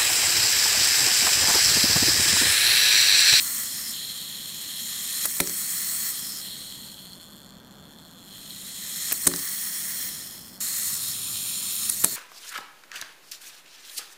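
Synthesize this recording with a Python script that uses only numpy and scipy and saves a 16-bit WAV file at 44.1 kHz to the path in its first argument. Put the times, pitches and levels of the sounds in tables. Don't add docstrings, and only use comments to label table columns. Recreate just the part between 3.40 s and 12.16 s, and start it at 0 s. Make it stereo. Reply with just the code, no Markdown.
import sys
import numpy as np
from scipy import signal
from scipy.fft import rfft, irfft
from scipy.io import wavfile
from scipy.ndimage import uniform_filter1d

SR = 44100
rng = np.random.default_rng(int(sys.argv[2]) if len(sys.argv) > 2 else 0)


def attenuation_scalar(level_db):
    decades = np.asarray(level_db, float) / 20
    return 10 ** decades


def dump(signal):
    limited = np.clip(np.atleast_2d(signal).T, -1, 1)
    pcm = np.round(limited * 32767).astype(np.int16)
    wavfile.write(sys.argv[1], SR, pcm)


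N = 386316

SCENE_CHANGE_S, TURN_ASIDE_S = 7.2035, 5.87
# time in seconds, teeth per second in Hz, whirr level in dB.
GEARS = [(0, 779, -28), (1.0, 412.4, -35), (1.4, 489.7, -32.5), (1.85, 749, -29.5), (2.65, 691.4, -29.5),
         (3.3, 278, -38), (3.75, 180.7, -45), (4.1, 130, -50.5), (4.19, 124.5, -54.5), (4.8, 175, -49.5),
         (4.95, 224.5, -42.5), (5.7, 643, -30.5), (6.65, 500.6, -31.5), (7.203, 179.3, -46.5),
         (7.204, 569, -30), (7.5, 558.4, -28.5), (8, 429.6, -27), (8.5, 562, -29.5)]
# take-off in seconds, landing in seconds.
JUMPS = [
    (1.855, 2.002),
    (5.721, 5.868),
    (8.495, 8.64),
]
# touch in seconds, seat in seconds, scrape in dB over the whirr, load (0-1) on seating,
# load (0-1) at release.
CAM = [
    (.23, .51, -7, .9, .7),
    (2.7, 3, -7, .42, .55),
    (6.68, 7.2, -7, .3, .3),
    (7.55, 7.72, -12, .9, .94),
]
WHIRR_CAM_DB = (0, -3, -5.5, 0.5)
BELLY_CAM_DB = (-11.5, -8, 1, -8.5)
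# seconds after take-off, whirr change in dB, belly change in dB.
JOLT = [
    (-.06, -0.5, 0.5),
    (-.015, 1, 0),
    (.022, -1.5, 0),
    (.07, -1.5, 0),
    (.122, 0.5, -2.5),
    (.177, -5, 4),
    (.22, -2, 0),
    (.35, -0.5, -0.5),
]
SHELL_HZ = [1250, 1900, 2550, 3270, 3500, 3780, 4170, 4330, 5550, 6600, 7150, 8000, 8950, 9900, 11000,
            12200, 13300, 14400, 15200, 15620]
SHELL_WIDTH_HZ = [583, 460, 626, 443, 323, 407, 410, 348, 650, 650, 600, 760, 790, 600, 900, 910, 900, 600,
                  600, 400]
# level in dB running free, level in dB loaded, then changes in dB
SHELL_DB = [(-16, -21, -11, -0.5, -3, 4), (-8.5, -11.5, -3.5, 1.5, -4, -6.5),
            (-21, -17.5, -2, 0.5, -1.5, 3), (-5, -1.5, -3.5, 4.5, -8.5, 3), (-21, -14, 12, 4, 7, -14),
            (-12, -5.5, -27, 4, 6, -6), (-2, 0, -8, 1, -0.5, -5.5), (0, -13, 9.5, 2.5, 1, 4),
            (-9, -14, -8, 2.5, -3, 2), (-7, -8, -3.5, 1.5, 1, -4.5), (-6.5, -4, -1.5, -1, 3, -3.5),
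            (-2, -9.5, -2.5, -3, -2.5, -3), (-2.5, -5, -2, 1, -0.5, 2.5), (-7.5, -10.5, -12, -6, 1, 2),
            (-8, -11.5, 1, 3.5, 1, 2), (-6, -8, -1, -0.5, -1.5, 1.5), (-3, -10, 0.5, -1, 0, -3),
            (-15, -12.5, -3, 4, -3, 7.5), (-4.5, -27, 7, 3, -7, 17), (-32, -23, -5, 4, -3, 7)]
TAKE_OFFS = { "latch": (-6.5, -38, [(1.8542, -10, 3, 10600), (5.7128, -17, 1.1, 4900),
             (5.7207, -10, 2.55, 8400), (8.4933, -15, 3.6, 7500)]),
             "spring": (-18, -47, [(1.8556, -8, 4.2, 9740), (1.861, -17, 1.5, 12000),
             (5.7232, -7, 5.2, 12600), (8.4967, -8, 4, 9700)])}
LANDINGS = { "toe": (-32, -21, [(1.992, -24, 2.5, 8440), (5.857, -20, 2.5, 7200)]),
            "feet": (-2, -20, [(2.0017, -6.5, 2.5, 11700), (5.868, -6, 2.2, 8860), (8.639, -7, 5, 11500)]),
            "shell": (-10, -34, [(2.0041, -3.5, 4.9, 8600), (5.8706, -1.5, 6.2, 8400),
            (8.6447, 2.5, 2.1, 8500)]), "rock": (0, -16, [(1.8455, -29, 2.3, 3000), (5.915, -24, 1.8, 8900),
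            (5.9374, -21, 1.8, 3830), (8.6492, -30, 6, 2400)]), "tick": (-14, -26, [(2.0685, -22, .5, 8000),
            (2.0732, -14, 1.5, 6500), (2.0958, -18, 1.5, 6500), (5.991, -21, .97, 6000),
            (8.7231, -16, .68, 8540), (8.758, -32, 2.2, 7000)]),
            "flick": (-17, -35, [(5.9615, -11, .5, 7600)])}
# centre in Hz, width in Hz, level in dB.
HOLLOW = [(644, 340, 4), (1320, 620, 5), (1775, 680, 8), (3350, 1700, -1)]
# pitch in Hz, level in dB, time to fade by 60 dB in seconds.
TABLE_NEAR = [(69.5, -2, 0.05), (174.7, 2.5, 0.14), (275.7, -0.5, 0.2), (357.4, -3, 0.22), (420, -10, 0.22),
              (230, -16, 0.26), (565, -4, 0.18), (823, -21.5, 0.21)]
# pitch in Hz, level in dB, time to fade by 60 dB in seconds.
TABLE_FAR = [(187, -2, 0.064), (278, -1.5, 0.11), (422, -6.5, 0.18), (580, -13, 0.15), (659, -8.5, 0.13),
             (334, -14, 0.23), (927, -4, 0.052)]
# frequency in Hz, level in dB per Hz.
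ROOM_AIR = [(20, -17.5), (60, -13), (110, -10), (150, -6), (195, -0.5), (260, -7), (450, -17), (550, -15),
            (760, -18), (1600, -19), (2300, -32), (6000, -33), (16000, -80)]
# time in seconds, level in dB.
RUMBLE = [
    (0, -67.5),
    (7.2, -77),
    (7.5, -54.5),
    (7.9, -51),
    (8.2, -61),
    (8.76, -54.5),
]


def level(x, db):
    return x * attenuation_scalar(db) / np.sqrt(np.mean(x ** 2))


def ring(x, hz, width):
    return signal.lfilter(*signal.iirpeak(hz, hz / width, SR), x)


def ring_twice(x, hz, width):
    return ring(ring(x, hz, width), hz, width)


def fade(x, seconds):
    return signal.lfilter([1], [1, -np.exp(-1 / (seconds * SR))], x)


def decay_60(t, t60):
    return np.exp(-np.log(1000) * t / t60)


def walk(rate):
    hold = int(SR / rate)
    steps = np.repeat(rng.standard_normal(N // hold + 1), hold)
    return 0.75 * uniform_filter1d(steps, hold)[:N]


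def curve(rows):
    s, *columns = np.transpose(rows)
    return [np.interp(np.arange(N) / SR, s, c) for c in columns]


def gears():
    t = np.arange(N) / SR
    starts_to_stall_hz, nearly_stands_hz = 295, 130
    stall = np.clip((starts_to_stall_hz - speed()) / (starts_to_stall_hz - nearly_stands_hz), 0, 1)
    far = t >= SCENE_CHANGE_S
    aside = (t > TURN_ASIDE_S) & ~far
    load, whirr_db, belly_db, rub_db = cam(stall, far)
    blow, chatter = teeth(stall)
    clean = .15 + .6 * stall

    highpass = signal.butter(2, 3000, "high", fs=SR, output="sos")
    between = signal.sosfilt(highpass, chatter * rng.standard_normal(N))
    fill = attenuation_scalar(-21 - 4 * load + 4 * far)

    sound, power = [fill * between, 0], [fill ** 2 * SR / 3, 0]
    for k, (hz, width, changes) in enumerate(zip(SHELL_HZ, SHELL_WIDTH_HZ, SHELL_DB)):
        free_db, loaded_db, stall_db, aside_db, far_db, far_load_db = changes
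        gain_db = free_db + load * (loaded_db - free_db) + stall * stall_db
        gain = attenuation_scalar(gain_db + aside * aside_db + far * (far_db + load * far_load_db))
        is_belly = int(2900 < hz < 4600)
        share = clean * (.4 + .6 * is_belly)
        push = (-1) ** k * np.sqrt(share) * blow
        push = push + np.sqrt(1 - share) * chatter * rng.standard_normal(N)
        waver = attenuation_scalar(1.4 * walk(25) + 1.04 * walk(2.545))
        sound[is_belly] = sound[is_belly] + gain * waver * ring_twice(push, hz, width)
        power[is_belly] = power[is_belly] + gain ** 2 * width * np.pi / 4
    shell, belly = (s / np.sqrt(p / (SR / 2)) for s, p in zip(sound, power))

    rub = ring_twice(chatter * rng.standard_normal(N), 5280, 650)
    return (shell + belly * attenuation_scalar(belly_db) + level(rub, 0) * attenuation_scalar(rub_db)) * attenuation_scalar(whirr_db)


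def speed():
    s, hz, _ = np.transpose(GEARS)
    return np.exp(np.interp(np.arange(N) / SR, s, np.log(hz)))


def teeth(stall, chatter_s=0.0017, grit_db=2.0):
    jitter, scatter_db, odd_db = .06, 1.7, 1.2
    slide, settle = .7, .88
    turn = np.cumsum(speed()) / SR
    k = np.arange(1, int(turn[-1]))
    early_late, hard_soft = rng.standard_normal((2, len(k)))
    at = np.interp(k + jitter * early_late, turn, np.arange(N)).astype(int)
    hits = np.zeros(N)
    np.add.at(hits, at, attenuation_scalar(scatter_db * hard_soft + odd_db * (-1.) ** k))
    hits = hits * attenuation_scalar(1.0 * walk(45) + .5 * walk(8))

    def even_out(x):
        return x / np.sqrt(uniform_filter1d(x ** 2, SR // 8))

    blow, chatter = even_out(hits), even_out(fade(hits, chatter_s))
    chatter = chatter + slide * (1 - settle * stall)
    return blow, level(chatter * attenuation_scalar(grit_db * rng.exponential(size=N)), 0)


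def cam(stall, far):
    ease_s, scrape_load, let_go_curve = 0.034, .35, 2.17
    idle_rub_db, seated_rub_db, scrape_rise_db = -19, -14, 8
    belly_stall_db, belly_far_db = 3, -8
    t, turn = np.arange(N) / SR, np.cumsum(speed())
    load, whirr_db = 0, curve(GEARS)[1] + WHIRR_CAM_DB[0]
    belly_db, rub_db = BELLY_CAM_DB[0], idle_rub_db

    def ramp(s):
        return np.clip((t - s) / ease_s, 0, 1)

    for touch, seat, scrape_db, load_seat, load_end in CAM:
        endings = [up for up, _ in JUMPS] + [SCENE_CHANGE_S]
        release = min(s for s in endings if s > touch)
        seated = ramp(seat) * (t < release)
        scraping = ramp(touch) * (t < release) - seated
        first, last = turn[int(min(seat, release - ease_s) * SR)], turn[int(release * SR)]
        wound = np.clip((turn - first) / (last - first), 0, 1)
        easing = wound ** let_go_curve

        def stage(db):
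            return scraping * (db[1] - db[0]) + seated * (db[2] + easing * (db[3] - db[2]) - db[0])

        seated_load = np.interp(wound, [0, .5, 1], [load_seat, 1, load_end])
        load = load + scraping * scrape_load + seated * seated_load
        whirr_db = whirr_db + stage(WHIRR_CAM_DB)
        belly_db = belly_db + stage(BELLY_CAM_DB) + seated * far * (1 - easing) * belly_far_db
        rising_db = scrape_db + scrape_rise_db * ((t - touch) / (seat - touch) - .5)
        rub_db = rub_db + scraping * (rising_db - idle_rub_db) + seated * (seated_rub_db - idle_rub_db)

    after, jolt_db, jolt_belly_db = np.transpose(JOLT)
    for up, _ in JUMPS:
        whirr_db = whirr_db + np.interp(t - up, after, jolt_db, 0, 0)
        belly_db = belly_db + np.interp(t - up, after, jolt_belly_db, 0, 0)
    return np.clip(load, 0, 1), whirr_db, belly_db + belly_stall_db * stall, rub_db


def flip(whirr, height_m=.06, mirror=.35):
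    t, height = np.arange(N) / SR, 0
    for up, down in JUMPS:
        arc = 1 - (2 * (t - up) / (down - up) - 1) ** 2
        height = height + height_m * np.clip(arc, 0, 1)
    echo = np.interp(t - 2 * height / 343, t, whirr)
    return np.where(height > 0, (whirr + mirror * echo) / np.sqrt(1 + mirror ** 2), whirr)


def knocks(grain_db=2.5, tail_s=0.0039, tail=0.28):
    far_hollow_db = -7
    out, length = np.zeros(N + SR), SR // 2
    t = np.arange(2048) / SR
    boards = table(TABLE_NEAR, length), table(TABLE_FAR, length)
    for hollow_db, thud_db, rows in [*TAKE_OFFS.values(), *LANDINGS.values()]:
        for s, db, ms, hz in rows:
            far = int(s > SCENE_CHANGE_S)
            grain = rng.standard_normal(len(t)) * attenuation_scalar(grain_db * rng.exponential(size=len(t)))
            dying = tail * np.exp(-(t - ms / 1000).clip(0) / tail_s)
            clack = grain * np.where(t < ms / 1000, 1, dying)
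            clack = clack / np.max(np.abs(clack))
            centre = min(hz, 15000)
            bright = ring(clack, centre, 0.46 * hz) + 1.2 * ring(clack, centre, 0.05 * hz)
            bright = bright / np.max(np.abs(bright))
            hollow = sum(attenuation_scalar(g) * ring(clack, f, w) for f, w, g in HOLLOW)
            hollow = hollow / np.max(np.abs(hollow))
            i = int(s * SR)
            out[i:i + len(t)] += attenuation_scalar(db) * (bright + attenuation_scalar(hollow_db + far_hollow_db * far) * hollow)
            out[i:i + length] += attenuation_scalar(db + thud_db) * boards[far]
    return out[:N]


def table(modes, length, rise_s=0.0025):
    t = np.arange(length) / SR
    hum = np.zeros(length)
    for k, (hz, db, t60) in enumerate(modes):
        hum += (-1) ** k * attenuation_scalar(db) * np.sin(2 * np.pi * hz * t) * decay_60(t, t60)
    highpass = signal.butter(2, 35, "high", fs=SR, output="sos")
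    return signal.sosfilt(highpass, hum * (1 - np.exp(-t / rise_s)))


def walls(toy):
    t = np.arange(SR // 4) / SR
    echoes = rng.standard_normal(len(t)) * decay_60(t, .3) * (t > .004)
    return signal.fftconvolve(toy, level(echoes, -56))[:N]


def room():
    hz, db = np.transpose(ROOM_AIR)
    f = np.arange(N // 2 + 1) * SR / N
    colour = attenuation_scalar(np.interp(np.log(f + 1), np.log(hz), db))
    air = irfft(rfft(rng.standard_normal(N)) * colour, N)
    rumble = level(ring_twice(rng.standard_normal(N), 117, 66), 0) * attenuation_scalar(curve(RUMBLE)[0])
    return level(air * attenuation_scalar(1.0 * walk(2.184)), -51) + rumble


def scene():
    toy = flip(gears()) + knocks()
    mono = toy + walls(toy) + room()
    return np.array([mono, mono])


def top_cut(x):
    return signal.sosfilt(signal.butter(12, 16820, fs=SR, output="sos"), x)


def record(dry):
    lowpass = signal.ellip(10, .2, 75, 15740, fs=SR, output="sos")
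    mix = np.clip(signal.sosfilt(lowpass, dry), -1, 1)
    return top_cut(mix)


dry = scene()
out = record(dry)
dump(out)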